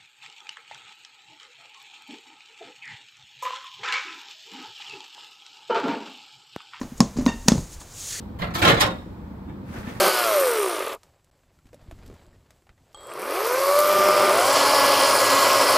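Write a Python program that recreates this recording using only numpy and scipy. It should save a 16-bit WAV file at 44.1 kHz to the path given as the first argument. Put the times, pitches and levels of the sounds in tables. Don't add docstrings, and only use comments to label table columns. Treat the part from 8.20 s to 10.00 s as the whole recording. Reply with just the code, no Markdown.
import sys
import numpy as np
from scipy import signal
from scipy.fft import rfft, irfft, next_fast_len
from scipy.io import wavfile
from scipy.ndimage import map_coordinates

SR = 44100
rng = np.random.default_rng(int(sys.argv[2]) if len(sys.argv) > 2 else 0)


def rack_gain(trim_db):
    fader = np.asarray(trim_db, float)
    return 10 ** (fader / 20)


def materialize(psi):
    bounded = np.clip(np.atleast_2d(psi).T, -1, 1)
    quanta = np.round(bounded * 32767).astype(np.int16)
    wavfile.write(sys.argv[1], SR, quanta)


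N = 79380

# [t/s, length/s, rattle level/dB, latch level/dB, boom level/dB]
CONTACT_BURSTS = [(0.187, 0.014, -42.5, -8.5, 10), (.204, 0.010, -40, -14, -7),
                  (0.216, 0.0084, -25, -37, -6), (0.233, 0.0098, -39, -11, -5),
                  (0.268, 0.0057, -38.5, -15, 9.5), (0.305, 0.006, -39.5, -14, -5),
                  (0.336, 0.011, -41, -4, -3), (0.346, 0.015, -31.5, -1, 5.5), (0.38, 0.017, -31, -7, -3),
                  (0.415, 0.0209, -19, -11.5, -0.5), (0.444, 0.018, -19, -8.5, -6.5),
                  (.472, 0.014, -14.5, -12.5, -4), (0.491, .016, -18, -12.5, -5.5),
                  (0.513, 0.0081, -28, -7, -1), (0.542, 0.0046, -25.5, -8.5, 7.5),
                  (0.564, 0.0245, -27, -16, -16), (0.597, .012, -36, 8.5, -8),
                  (0.603, 0.012, -19.5, -5, -18.5), (.628, 0.0163, -30.5, -38, 3.5),
                  (0.653, 0.014, -30.5, -8, -1.5), (0.699, 0.011, -39.5, -12.5, -1),
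                  (0.74, 0.014, -46.5, -31, -13), (1.276, 0.024, -59.5, -36, 16.5)]
# [f/Hz, width/Hz, level/dB]
PANEL_MODES = [(568, 18, -11.5), (762.5, 38, 4), (1050, 26, 5.5), (1340, 58, 7), (1732, 33, -4.5),
               (1970, 110, -13), (2280, 13, -13), (2880, 22, -36), (3410, 300, -11), (3370, 120, -16),
               (4000, 630, -4), (5530, 60, -26)]
# [f/Hz, level/dB]
RATTLE_COLOUR = [(250, -4.5), (550, 1.5), (1000, -2.5), (2200, -3.5), (3800, -13.5), (4700, -20.5),
                 (5600, -32), (8000, -67)]
# [f/Hz, level/dB]
LATCH_COLOUR = [(3000, 5), (5500, 3), (8500, 0.5), (10000, -5), (12000, -7.5), (15000, -5.5)]
# [f/Hz, width/Hz, level/dB]
CABINET_MODES = [(116.5, 21.6, -1.5), (174.5, 12.4, 5), (227.6, 7.8, -2), (292, 21, -7.5), (333, 41, -2.5)]
# [f/Hz, width/Hz, level/dB]
HOOK_MODES = [(1164, 270, 8), (1900, 160, 12), (2756, 130, 7), (4000, 1500, -1.5), (5490, 260, 2.5),
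              (7420, 400, -3), (8880, 190, -7), (11300, 860, -3)]
# [t/s, length/s, level/dB]
HOOK_SNAPS = [
    (0.337, 0.022, -32),
    (0.603, 0.02, -29),
    (0.6047, 0.011, -11.5),
]
# [t/s, level/dB, ring f/Hz, t60/s]
HARD_KNOCKS = [(.1993, -28, 800, 0.029), (0.2207, -34, 4220, .025), (.2237, -24.5, 2006, .06),
               (.2275, -24.5, 716, 0.037), (0.3525, -20, 1300, .05), (.4278, -20, 2140, 0.016),
               (0.4519, -10, 3170, 0.022), (.458, -9.5, 636, 0.026), (.476, -13, 1050, 0.032),
               (0.4769, -18, 4000, .04), (.4875, -10.5, 3510, 0.026), (.494, -14.5, 2930, 0.028),
               (0.499, -12, 1474, 0.025), (.509, -22, 3325, 0.055), (.539, -13.5, 1400, 0.0094),
               (0.6112, -18.5, 1083, .04), (.620, -15, 3710, 0.021), (.698, -40, 3713, 0.13),
               (.785, -47, 3700, 0.23), (0.214, -33, 53, 0.32), (.42, -36, 36.3, .4), (.57, -29, 34, 0.34),
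               (1.5393, -36, 1510, 0.065), (1.566, -46, 1790, .08), (1.584, -36, 62, 0.21),
               (1.606, -60, 5940, .02), (1.6459, -38, 1300, .05), (1.6701, -37, 1790, 0.058),
               (1.690, -45, 2224, 0.14), (1.696, -50, 3480, .06), (1.724, -45, 1740, .05),
               (1.752, -44, 1835, .07), (0.2247, -30.5, 1047, 0.074), (.226, -29.5, 591.6, .15),
               (.512, -15, 170.6, .2), (0.4172, -25, 4560, 0.034), (.608, -20, 8760, 0.022),
               (.610, -21.5, 11130, 0.013), (.616, -20, 4820, 0.018), (1.290, -62, 3600, .06),
               (1.298, -57, 2300, 0.05), (.738, -46, 1970, .1), (1.665, -45, 60.4, 0.27),
               (.441, -17.5, 600, 0.068), (0.6058, -20, 3880, .03), (.36, -26, 996, 0.069),
               (1.282, -48, 855, .08), (.63, -25, 405, 0.12), (.79, -39, 70, 0.24)]
# [f/Hz, level/dB, t60/s]
SPRING_MODES = [(528, -41, .5), (3682, -42, .3), (5405, -48, .25)]
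# [f/Hz, level/dB, t60/s]
TRAY_MODES = [(281.5, -33, 0.13), (867, -46.5, 0.099), (2300, -71, 0.078), (2790, -54, 0.059),
              (3530, -55, 0.074)]
# [t/s, length/s, level/dB]
FINGER_SLIPS = [
    (0.184, 0.094, -55),
    (0.341, 0.034, -41),
    (0.376, 0.058, -41),
    (0.485, 0.037, -37),
]
# [f/Hz, level/dB per Hz]
SKIN_COLOUR = [(9000, -21), (11500, 0), (13500, 5.5), (15700, -6.5)]
# [t/s, level/dB]
SLEEVE_STRENGTH = [(1.46, -70.5), (1.49, -64), (1.535, -57), (1.575, -54.5), (1.608, -55.5), (1.63, -60),
                   (1.68, -55), (1.755, -56.5), (1.785, -59.5)]
# [t/s, decay/s, level/dB]
CREASE_SNAPS = [(1.489, 0.018, -42.5), (1.539, 0.023, -41), (1.561, 0.041, -38.5), (1.605, 0.0082, -55),
                (1.63, 0.042, -40), (1.672, 0.043, -35.5), (1.699, 0.013, -42), (1.755, 0.012, -60)]
# [f/Hz, level/dB per Hz]
CLOTH_COLOUR = [(400, 0), (800, -3), (1800, -6.5), (3000, -15), (6000, -20.5), (10000, -24.5),
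                (13000, -26.5), (15700, -24.5)]
# [f/Hz, level/dB per Hz]
FOLD_COLOUR = [(120, -10), (220, 25.5), (450, -3), (1000, -3), (1800, 2.5), (3500, -9), (5000, -21),
               (9000, -33)]
# [f/Hz, level/dB per Hz]
DRONE_COLOUR = [(15, -53), (25, -24), (70, -1), (146, -11.5), (198, -1.5), (248, -9), (284, -9.5),
                (414, -20), (500, -18), (650, -53), (1100, -120)]
# [f/Hz, level/dB per Hz]
AIR_COLOUR = [(260, -23.5), (450, -14), (512, -0.5), (744, -3.5), (877, 0), (956, -2), (2500, -20),
              (3250, -76), (5500, -120)]
# [f/Hz, level/dB per Hz]
HISS_COLOUR = [(1800, -44), (2500, -3.5), (4000, -5), (6500, -15.5), (8000, -13.5), (10000, -21),
               (12500, -13.5), (15700, -12)]
# [f/Hz, width/Hz, level/dB]
MOTOR_TONES = [(535, 14, 0.5), (800, 20, -3), (885, 20, -6), (121.4, 8, 10)]
# [f/Hz, t60/s]
KITCHEN_T60 = [(100, 0.17), (500, 0.33), (2000, 0.22), (6000, 0.13), (14000, 0.078)]
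# [f/Hz, correlation]
ALIKE = [(60, 0.98), (130, 0.96), (290, 0.9), (640, 0.33), (1400, 0.1), (3000, -0.099), (15000, 0.16)]

GRAINS_PER_S, GRAIN_SPREAD_DB, RISE_SHARE = 4000, 3.8, 0.35
PANEL_DB, BOOM_FLOOR_HZ = 3, 92
KNOCK_ROOM_DB, TICK_DB, TICK_T60_S = -8, 0, 0.002
OVERTONE_RATIO, OVERTONE_DB = 1.47, -17.5
SPRING_S, TRAY_S, FLUTTER_DB = 0.603, 1.276, 6
CLOTH_DB, CLOTH_GRIT, GRIT_PER_S = 13.5, 0.5, 900
RUB_UNEVEN_DB, RUB_PATCH_DB = 0.8, 1.2
DRONE_DB, AIR_DB, HISS_DB, HUM_DB = -37, -50, -64, -51.5
EARLIER_DB, EARLIER_T60_S = -61, 0.34
ROOM_DB, ROOM_GAP_S, FAR_DB, FAR_T60_S = 3, 0.003, -32.5, 0.89
LEFT_LAG_S, LEFT_DIRECT_DB, LEFT_DB, PORT_LAG_S = 0.00042, -2, -1.05, 0.00013
CEILING, KNEE, TOP_HZ = 1.1, 8, 15750


def door():
    out, t = np.zeros((2, N)), np.arange(SR // 5) / SR
    rattle, latch = causal(RATTLE_COLOUR), causal(LATCH_COLOUR)

    def cabinet(hz):
        low_cut = (1j * hz / (BOOM_FLOOR_HZ + 1j * hz)) ** 3
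        return resonances(CABINET_MODES)(hz) * low_cut

    for start, length, db, bright_db, boom_db in CONTACT_BURSTS:
        push, hits = burst(t, length)
        shaken = np.convolve(hits, rattle)[:len(t)]
        body = shaken + rack_gain(PANEL_DB) * filtered(shaken, resonances(PANEL_MODES))
        bright = np.convolve(hits, latch)[:len(t)]
        boom = filtered(push + 0.4 * hits, cabinet)
        boom *= np.linalg.norm(push) / np.linalg.norm(boom)
        blow = body + rack_gain(bright_db) * bright + rack_gain(boom_db) * boom
        add(out, kitchen(rack_gain(db) * blow), start)
    return out


def burst(t, length):
    when, size, sign = rng.random((3, len(t)))
    push = np.clip(t / (RISE_SHARE * length), 0, 1) * np.exp(-(t / length) ** 2)
    touching = when < GRAINS_PER_S / SR
    strength = rack_gain(-GRAIN_SPREAD_DB * np.log(size + 0.03))
    hits = push * touching * np.sign(sign - 0.5) * strength
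    return push, hits * np.linalg.norm(push) / (np.linalg.norm(hits) + 1e-9)


def hook():
    out, t = np.zeros((2, N)), np.arange(SR // 5) / SR
    for start, length, db in HOOK_SNAPS:
        push, hits = burst(t, length)
        add(out, kitchen(rack_gain(db) * filtered(hits, resonances(HOOK_MODES))), start)
    return out


def knocks():
    out, t = np.zeros((2, N)), np.arange(SR // 3) / SR
    for start, db, hz, t60 in HARD_KNOCKS:
        ring = np.sin(2 * np.pi * hz * t)
        ring += rack_gain(OVERTONE_DB) * np.sin(2 * np.pi * OVERTONE_RATIO * hz * t)
        tick = rack_gain(TICK_DB - 60 * t / TICK_T60_S) * rng.standard_normal(len(t))
        tick = filtered(tick, resonances([(hz, 2 * hz, 0)]))
        add(out, kitchen(rack_gain(db) * (ring * rack_gain(-60 * t / t60) + tick), KNOCK_ROOM_DB), start)
    return out


def spring():
    return fluttering_ring(SPRING_MODES, SPRING_S)


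def tray():
    return fluttering_ring(TRAY_MODES, TRAY_S)


def fluttering_ring(modes, start):
    out, t = np.zeros((2, N)), np.arange(SR // 2) / SR
    ring = np.zeros(len(t))
    for hz, db, t60 in modes:
        flutter = FLUTTER_DB * wobble(rate=94.0)[:len(t)]
        ring += rack_gain(db - 60 * t / t60 + flutter) * np.sin(2 * np.pi * hz * t)
    onset = 1 - np.exp(-(t / 0.0044) ** 2)
    add(out, kitchen(ring * onset), start)
    return out


def fingers():
    t, stroke = np.arange(N) / SR, np.zeros(N)
    for start, length, db in FINGER_SLIPS:
        onset = np.clip((t - start) / 0.006, 0, 1)
        stroke += rack_gain(db) * onset * np.exp(-((t - start) / length) ** 2)
    return stroke * rush([(6000, -78)] + SKIN_COLOUR, 2.2, 12, 4.1)


def sleeve():
    t, snaps = np.arange(N) / SR, np.zeros(N)
    for start, decay, db in CREASE_SNAPS:
        onset = np.clip((t - start) / 0.00087, 0, 1)
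        snaps += rack_gain(db) * onset * np.exp(-np.abs(t - start) / decay)
    silence = [(SLEEVE_STRENGTH[0][0] - 0.05, -100)]
    when, level_db = np.transpose(silence + SLEEVE_STRENGTH)
    rub_db = np.interp(t, when, level_db) + CLOTH_DB + RUB_UNEVEN_DB * wobble(rate=50)
    rub = cloth(CLOTH_COLOUR)
    fold = cloth([(60, -40)] + FOLD_COLOUR + [(14000, -53)])
    return rack_gain(rub_db) * rub + snaps * fold


def cloth(colour):
    grit = (rng.random((2, N)) < GRIT_PER_S / SR) * rng.standard_normal((2, N))
    grit = pair(grit, lambda hz: rack_gain(along(colour, hz)))
    return rush(colour, RUB_PATCH_DB, 31, 3.5) + CLOTH_GRIT * grit


def appliances():
    lumps = rack_gain(2.2 * wobble(rate=70))
    drone = unit(lumps * rush(DRONE_COLOUR, 1.2, 4, 6))
    air = rush(AIR_COLOUR + [(4000, -66)], 0.36, 3.7, 5.2)
    earlier = rack_gain(EARLIER_DB - 60 * np.arange(N) / SR / EARLIER_T60_S)
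    hiss = (rack_gain(HISS_DB) + earlier) * rush(HISS_COLOUR, 0.32, 23, 14)
    return rack_gain(DRONE_DB) * drone + rack_gain(AIR_DB) * air + hiss


def hum():
    noise = rng.standard_normal((2, N))
    return rack_gain(HUM_DB) * pair(noise, lambda hz: np.abs(resonances(MOTOR_TONES)(hz)) ** 2)


def kitchen(x, drier_db=0):
    hz, t, z = signal.stft(pair(rng.standard_normal((2, SR // 2))), SR, nperseg=256)
    near = rack_gain(-60 * t / along(KITCHEN_T60, hz)[:, None])
    far = rack_gain(FAR_DB - 60 * t / FAR_T60_S)
    tail = signal.istft(z * (near + far), SR, nperseg=256)[1]
    tail *= rack_gain(ROOM_DB + drier_db) / np.linalg.norm(tail[0])
    answer = np.pad(tail, ((0, 0), (round(ROOM_GAP_S * SR), 0)))
    answer[0, round(LEFT_LAG_S * SR)] += rack_gain(LEFT_DIRECT_DB)
    answer[1, 0] += 1
    balance = rack_gain([[LEFT_DB / 2], [-LEFT_DB / 2]])
    return signal.fftconvolve(x[None], answer, axes=1) * balance


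def pair(x, gain=np.ones_like):
    def mid_side(hz):
        turn = np.arccos(np.clip(along(ALIKE, hz), -1, 1)) / 2
        return gain(hz) * np.array([np.cos(turn), np.sin(turn)])

    def lag(hz):
        return np.exp(-1j * np.pi * hz * PORT_LAG_S * np.array([[1], [-1]]))

    mid, side = filtered(x, mid_side)
    return unit(filtered(np.array([mid + side, mid - side]), lag))


def rush(spectrum, patchy_db, wide, long):
    z = signal.stft(rng.standard_normal((2, N)), nperseg=512)[2]
    patch = np.outer(np.hanning(wide), np.hanning(long))
    field = signal.fftconvolve(rng.standard_normal(z.shape[1:]), patch, "same")
    noise = signal.istft(z * rack_gain(patchy_db * unit(field)), nperseg=512)[1][:, :N]
    return pair(noise, lambda hz: rack_gain(along(spectrum, hz)))


def resonances(rows):
    def response(f):
        total = 0
        for k, (centre, width, db) in enumerate(rows):
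            damping = 1j * f * width
            total = total + (-1) ** k * rack_gain(db) * damping / (centre ** 2 - f ** 2 + damping)
        return total
    return response


def causal(points, size=1024):
    ends = [(points[0][0] / 2, -60)] + points + [(points[-1][0] * 2, -60)]
    cepstrum = irfft(np.log(rack_gain(along(ends, np.fft.rfftfreq(size, 1 / SR)))))
    cepstrum[1:size // 2] *= 2
    cepstrum[size // 2 + 1:] = 0
    h = irfft(np.exp(rfft(cepstrum)))
    return h / np.linalg.norm(h)


def filtered(x, response):
    m = next_fast_len(x.shape[-1] + 8192)
    return irfft(rfft(x, m) * response(np.fft.rfftfreq(m, 1 / SR)), m)[..., :x.shape[-1]]


def along(points, hz):
    f, v = np.transpose(points)
    return np.interp(np.log(hz + 1), np.log(f + 1), v)


def wobble(rate):
    knots = rng.standard_normal(int(N * rate / SR) + 4)
    return map_coordinates(knots, [np.arange(N) * rate / SR])


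def unit(x):
    return x / np.sqrt(np.mean(x ** 2) + 1e-20)


def add(track, x, start):
    part = track[:, round(start * SR):][:, :x.shape[1]]
    part += x[:, :part.shape[1]]


def scene():
    oven = door() + hook() + knocks() + spring() + tray()
    hand = fingers() + sleeve()
    return oven + hand + appliances() + hum()


def roll_off(x):
    return signal.sosfilt(signal.butter(12, 15730, fs=SR, output="sos"), x)


def record(dry):
    held = dry / (1 + np.abs(dry / CEILING) ** KNEE) ** (1 / KNEE)
    mix = filtered(held, lambda hz: hz < TOP_HZ)
    return roll_off(mix)


dry = scene()
out = record(dry)
materialize(out)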